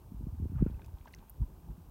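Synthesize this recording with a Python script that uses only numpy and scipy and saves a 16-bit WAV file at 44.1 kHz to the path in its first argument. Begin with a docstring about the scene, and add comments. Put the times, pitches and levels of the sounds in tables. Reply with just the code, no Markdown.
"""A small crater on an open plain, holding a pool of thick bubbling mud.
Light wind, a faint far hiss and dull churning noise lie under a run of deep, nearly dead glugs:
short sines sagging in pitch. Resonant grains make the skin's fizz and the gas's sputter; short
noise puffs make wet spits, brief rising sines make plops. One more heavy gulp follows.
"""
import sys
import numpy as np
from scipy import signal
from scipy.fft import rfft, irfft
from scipy.io import wavfile

SR = 44100
rng = np.random.default_rng(int(sys.argv[2]) if len(sys.argv) > 2 else 0)


def wav_out(sig):
    """Save sig, one row per channel (or a flat mono array), as 16-bit PCM at SR to the path in sys.argv[1]."""
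    wavfile.write(sys.argv[1], SR, np.round(np.clip(np.atleast_2d(sig).T, -1, 1) * 32767).astype(np.int16))


N = 83790
TIME_S = np.arange(N) / SR


def from_db(db):
    """Decibels to gain."""
    return 10 ** (np.asarray(db) / 20)


def rms_one(x):
    """Scale to unit rms."""
    return x / np.sqrt(np.mean(x ** 2) + 1e-20)


def level(points):
    """Gain over time, interpolated in dB between (time [s], level [dB]) points."""
    time_s, level_db = np.transpose(points)
    return from_db(np.interp(TIME_S, time_s, level_db))


def noise(spectrum):
    """Unit-rms Gaussian noise, coloured by the spectrum and rolled off beyond both ends."""
    hz, db = np.transpose(spectrum)
    f = np.maximum(np.arange(N // 2 + 1) * SR / N, 1)
    gain = from_db(np.interp(np.log(f), np.log(hz), db))
    gain /= 1 + (f / hz[-1] / 1.2) ** 8
    gain /= 1 + (hz[0] / f / 2) ** 2
    return rms_one(irfft(rfft(rng.standard_normal(N)) * gain, N))


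def band(x, hz, octaves):
    """Band-pass around a centre."""
    half_width = 2 ** (octaves / 2)
    edges_hz = np.clip([hz / half_width, hz * half_width], 10, .48 * SR)
    return signal.sosfilt(signal.butter(2, edges_hz, "band", fs=SR, output="sos"), x)


def burst(t, attack_s, decay_s):
    """Quick swell and exponential decay."""
    t = np.maximum(t, 0)
    return (1 - np.exp(-(t / attack_s) ** 2)) * np.exp(-t / decay_s)


def grains(modes, per_s, spread_db, ring_cycles):
    """Random clicks striking two-pole resonators, one per mode; sum at unit rms."""
    out = np.zeros(N)
    for hz, db in modes:
        born = rng.random(N) < per_s / len(modes) / SR
        size = from_db(spread_db * np.minimum(rng.exponential(1, N), 3))
        clicks = born * size * rng.choice([-1, 1], N)
        radius = np.exp(-np.log(1000) * hz / ring_cycles / SR)  # -60 dB after ring_cycles
        angle = 2 * np.pi * hz / SR
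        poles = [1, -2 * radius * np.cos(angle), radius * radius]
        ringing = signal.lfilter([1, 0, -1], poles, clicks + 1e-18)
        out += from_db(db) * rms_one(ringing)
    return rms_one(out)


# wind colour: (frequency [Hz], relative density [dB per Hz])
WIND_SPECTRUM = [(24, -21.5), (45, 9.5), (70, 4), (108, 2), (170, -4), (270, -9.5), (370, -10.5),
                 (500, -18), (700, -22)]
# far air and hiss colour: (frequency [Hz], relative density [dB per Hz])
AIR_SPECTRUM = [(300, -50), (600, -1), (900, 4), (1200, -2.5), (1600, -17), (2000, -19), (3000, -15.5),
                (4500, -17.5), (5400, -16.5), (7500, -17.5), (9300, -15), (10400, -18), (11800, -12),
                (15500, -10.5)]
WIND_DB, WIND_GUST_RMS_DB, AIR_DB = -55.5, 2.14, -68


def open_air():
    """Light wind, its level wandering with slow noise, over a steady far hiss."""
    gusts = noise([(2, 0), (8, -6)])
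    wind = from_db(WIND_DB + WIND_GUST_RMS_DB * gusts) * noise(WIND_SPECTRUM)
    return wind + from_db(AIR_DB) * noise(AIR_SPECTRUM)


# churning under the glugs: (time [s], level [dB])
CHURN_LEVEL = [(0, -67), (.13, -50), (.29, -57), (.36, -56), (.44, -38.5), (.50, -47.5), (.62, -38.5),
               (.70, -50), (.80, -61), (1.05, -64.5), (1.35, -59), (1.43, -40.5), (1.50, -57.5),
               (1.72, -54), (1.9, -58.5)]
# churn colour: (frequency [Hz], relative density [dB per Hz])
CHURN_SPECTRUM = [(25, -14.5), (50, 14.5), (120, 1.5), (250, -13.5), (400, -19.5), (600, -50.5),
                  (1000, -49), (3000, -95)]


def churn():
    """Dull rumble of mud displaced by the rising gas."""
    return level(CHURN_LEVEL) * noise(CHURN_SPECTRUM)


# gas pockets shifting under the mud: (time near peak [s], level [dB], pitch at that time [Hz],
# ring [cycles], pitch sag [share])
GLUGS = [(0.0509, -48, 116.4, 1.3, 0.031), (0.1201, -36, 208, 0.84, 0.054), (0.1465, -34, 133, 0.35, 1),
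         (0.1637, -35.5, 53, 1.2, 0.11), (0.1998, -31, 60.5, 0.19, 0.72), (0.2093, -36.0, 260, 0.93, 0.28),
         (0.228, -41.5, 232, 1.1, 0.1), (0.241, -26.5, 66.6, 0.12, 0.32), (0.2699, -28.5, 235, 1.05, 0.41),
         (0.286, -31.5, 57, 0.32, 0.058), (0.3276, -32.5, 113, 1.6, 0.33), (0.3449, -43.5, 240, 1.6, 0.05),
         (0.3774, -35.5, 72.5, 0.88, 0.084), (0.4005, -29, 198, 0.82, 0.48), (0.4193, -29, 85.4, 1.5, 0.05),
         (0.4247, -31.7, 240, 1.4, 0.4), (0.4396, -41.5, 279, 2.3, 0.058), (0.4558, -32, 290, 0.76, 0.3),
         (0.4589, -26, 91, 0.57, 0.18), (0.4981, -32.5, 163, 1.5, 0.52), (0.5203, -33, 220, 0.73, 0.49),
         (0.5311, -30.5, 202, 2.6, 0.63), (0.553, -30.5, 164, 2, 0.24), (0.5668, -23.8, 94, 0.51, 0.88),
         (0.5993, -22.5, 84.5, 1.7, 0.55), (0.61, -26.5, 183, 1.2, 0.13), (0.6247, -13.5, 247, 1.2, 0.41),
         (0.6394, -21.5, 51.6, 0.26, 0.071), (0.6637, -21, 312, 1.18, 0.46), (0.6778, -24.5, 65, 0.2, 0.05),
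         (0.6985, -44, 430, 1.0, 0.45), (0.7007, -33, 181, 0.79, 0.79), (0.7146, -31.5, 160, 2.2, 0.75),
         (0.7435, -28.5, 77, 0.63, 0.38), (0.776, -37, 93, 0.55, 0.046), (0.825, -46.5, 108, 2.4, 0.039),
         (0.8668, -36.3, 63.6, 0.49, 0.054), (0.8844, -42, 109, 1.9, 0.21), (0.9418, -31, 59.5, 0.25, 0.34),
         (1.0082, -38, 58, 0.31, 0.064), (1.1848, -40.5, 42, 0.36, 0.59), (1.4058, -24, 52.4, 0.29, 0.42),
         (1.411, -37, 229, 2.7, 0.13), (1.413, -22.5, 103.7, 0.7, 0.18), (1.4267, -23.5, 57.5, 0.44, 0.52),
         (1.439, -39.5, 187, 0.63, 0.15), (1.6893, -37, 49.6, 0.74, 0.05), (1.6988, -38, 165, 1.1, 0.077),
         (1.7807, -46.5, 173.6, 3.4, 0.045)]
GLUG_SWELL_CYCLES, GLUG_SAG_CYCLES, GLUG_HIGHPASS_HZ = 0.19, 0.55, 30.6


def glugs():
    """Each gas pocket swells, rings briefly in the viscous mud and sags in pitch."""
    out = np.zeros(N)
    for s, db, hz, ring_cycles, sag in GLUGS:
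        near = np.abs(TIME_S - s) < 20 / hz
        cycles = (TIME_S[near] - s) * hz
        envelope = 1 / (np.exp(-cycles / GLUG_SWELL_CYCLES) + np.exp(cycles / ring_cycles))
        # pitch glides from (1 + sag) to (1 - sag) times hz
        turns = cycles - sag * GLUG_SAG_CYCLES * np.log(np.cosh(cycles / GLUG_SAG_CYCLES))
        out[near] -= from_db(db) * envelope / envelope.max() * np.sin(2 * np.pi * turns)
    highpass = signal.butter(2, GLUG_HIGHPASS_HZ, "high", fs=SR, output="sos")
    return signal.sosfilt(highpass, out + 1e-18)


# crackle of the stretched skin: (time [s], level [dB])
FIZZ_LEVEL = [(.10, -82), (.53, -80), (.60, -77), (.69, -73), (.73, -78), (.85, -74.5), (.93, -80.5),
              (1.07, -75), (1.22, -76.5), (1.35, -80.5), (1.9, -80.5)]
# fizz resonances: (frequency [Hz], relative level [dB])
FIZZ_MODES = [(1520, 3), (2000, -10.5), (2400, -3.5), (2720, -5.5)]
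FIZZ_PER_S, FIZZ_SPREAD_DB, FIZZ_RING_CYCLES = 680, 3, 18


def fizz():
    """Pinhead bubbles burst at random in the stretched skin."""
    return level(FIZZ_LEVEL) * grains(FIZZ_MODES, FIZZ_PER_S, FIZZ_SPREAD_DB, FIZZ_RING_CYCLES)


# gas sputtering around the strongest glugs: (time [s], level before low-pass [dB])
SPUTTER_LEVEL = [(.47, -83), (.55, -72), (.595, -58.5), (.63, -64.5), (.65, -89), (.668, -60.5),
                 (.705, -76), (.75, -95)]
# sputter resonances: (frequency [Hz], relative level [dB])
SPUTTER_MODES = [(640, 9), (900, 8), (1230, 8.5), (1480, 1), (1720, -9.5), (2400, -11)]
SPUTTER_PER_S, SPUTTER_SPREAD_DB, SPUTTER_RING_CYCLES = 1200, 0, 8.7
SPUTTER_LOWPASS_HZ = 2670


def sputter():
    """Escaping gas pops through the wet skin in a dense, muffled crackle."""
    pops = grains(SPUTTER_MODES, SPUTTER_PER_S, SPUTTER_SPREAD_DB, SPUTTER_RING_CYCLES)
    lowpass = signal.butter(4, SPUTTER_LOWPASS_HZ, fs=SR, output="sos")
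    return level(SPUTTER_LEVEL) * signal.sosfilt(lowpass, pops)


# tearing film and falling droplets: (onset [s], level before envelope [dB], centre [Hz],
# width [octaves], decay [s])
SPITS = [(0.557, -56.5, 1500, 0.27, 0.0021), (.609, -67, 2070, 0.82, 0.0013),
         (0.633, -74, 1980, 0.55, 0.001), (0.682, -68, 2400, 0.13, 0.0068),
         (0.705, -66.5, 3700, 0.63, 0.0033), (0.794, -61.5, 2200, 0.5, 0.0025),
         (0.817, -62, 3570, 0.33, 0.0018), (.845, -63.5, 5240, 0.69, 0.005), (.861, -56, 5750, 1.8, 0.0013),
         (0.861, -60, 13100, 0.41, 0.0023), (.985, -59, 2570, 1.1, 0.0012),
         (1.011, -59.5, 2600, 0.61, 0.0018), (1.053, -68, 4040, 1.3, 0.006),
         (1.071, -57.5, 2550, 0.86, 0.0021), (1.075, -52, 1240, 0.97, 0.0056),
         (1.081, -64, 5350, 0.43, 0.0022), (1.124, -65, 9800, 0.91, 0.0063),
         (1.135, -47.5, 3930, 0.37, 0.0008), (1.138, -46.5, 2620, 0.26, 0.0013),
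         (1.139, -51, 6400, 1.3, 0.00069), (1.148, -45.5, 5500, 0.4, 0.00098),
         (1.148, -50, 8900, 2.1, 0.00087), (1.186, -64, 2800, 1, 0.0052),
         (1.2967, -33.5, 12300, 0.37, 0.0005), (1.2995, -44, 13800, 0.37, 0.0019)]
SPIT_ATTACK_S = 0.00031


def spits():
    """Each spit is a tiny puff of spray: a noise burst with its own pitch and width."""
    out, size = np.zeros(N), SR // 16
    for s, db, hz, octaves, decay_s in SPITS:
        envelope = burst(TIME_S[:size], SPIT_ATTACK_S, decay_s)
        puff = band(rng.standard_normal(size) * envelope, hz, octaves)
        envelope_rms = np.sqrt(np.mean(envelope ** 2))
        start = int(s * SR)
        out[start:start + size] += from_db(db) * rms_one(puff) * envelope_rms
    return out


# small surface blisters opening: (onset [s], level before envelope [dB], starting pitch [Hz],
# decay [s])
PLOPS = [(0.665, -50, 1470, 0.0037), (.744, -60, 2600, 0.0035), (.794, -46, 874, 0.0035),
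         (.818, -55.5, 2490, 0.0023), (.844, -57, 2530, 0.0033), (.881, -50, 910, .004),
         (.972, -48.5, 880, 0.0026), (1.057, -42.5, 970, 0.0041), (1.076, -67, 1560, 0.01),
         (1.073, -45.5, 637, 0.003), (1.139, -40.5, 2010, 0.002), (1.226, -49, 890, 0.0044),
         (1.425, -51, 950, 0.0067), (1.685, -52.5, 820, 0.0053)]
PLOP_ATTACK_S, PLOP_RISE_PER_S = 0.0007, 1.3  # rise: share of starting pitch


def plops():
    """A blister's cavity rings briefly, rising as its mouth widens."""
    out = np.zeros(N)
    for s, db, hz, decay_s in PLOPS:
        t = np.maximum(TIME_S - s, 0)
        turns = hz * t * (1 + PLOP_RISE_PER_S * t / 2)
        out += from_db(db) * burst(t, PLOP_ATTACK_S, decay_s) * np.sin(2 * np.pi * turns)
    return out


def scene():
    """The mud pool, dry, in the open air; one channel."""
    mud = churn() + glugs() + fizz() + sputter() + spits() + plops()
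    return (open_air() + mud)[None]


def record(dry):
    """Cut the deepest bass and, steeply, the top."""
    highpass = signal.butter(2, 22, "high", fs=SR, output="sos")
    lowpass = signal.ellip(10, .1, 70, 15850, fs=SR, output="sos")  # ripple dB, stop dB, cutoff Hz
    return signal.sosfilt(lowpass, signal.sosfilt(highpass, dry))


dry = scene()
out = record(dry)
wav_out(out)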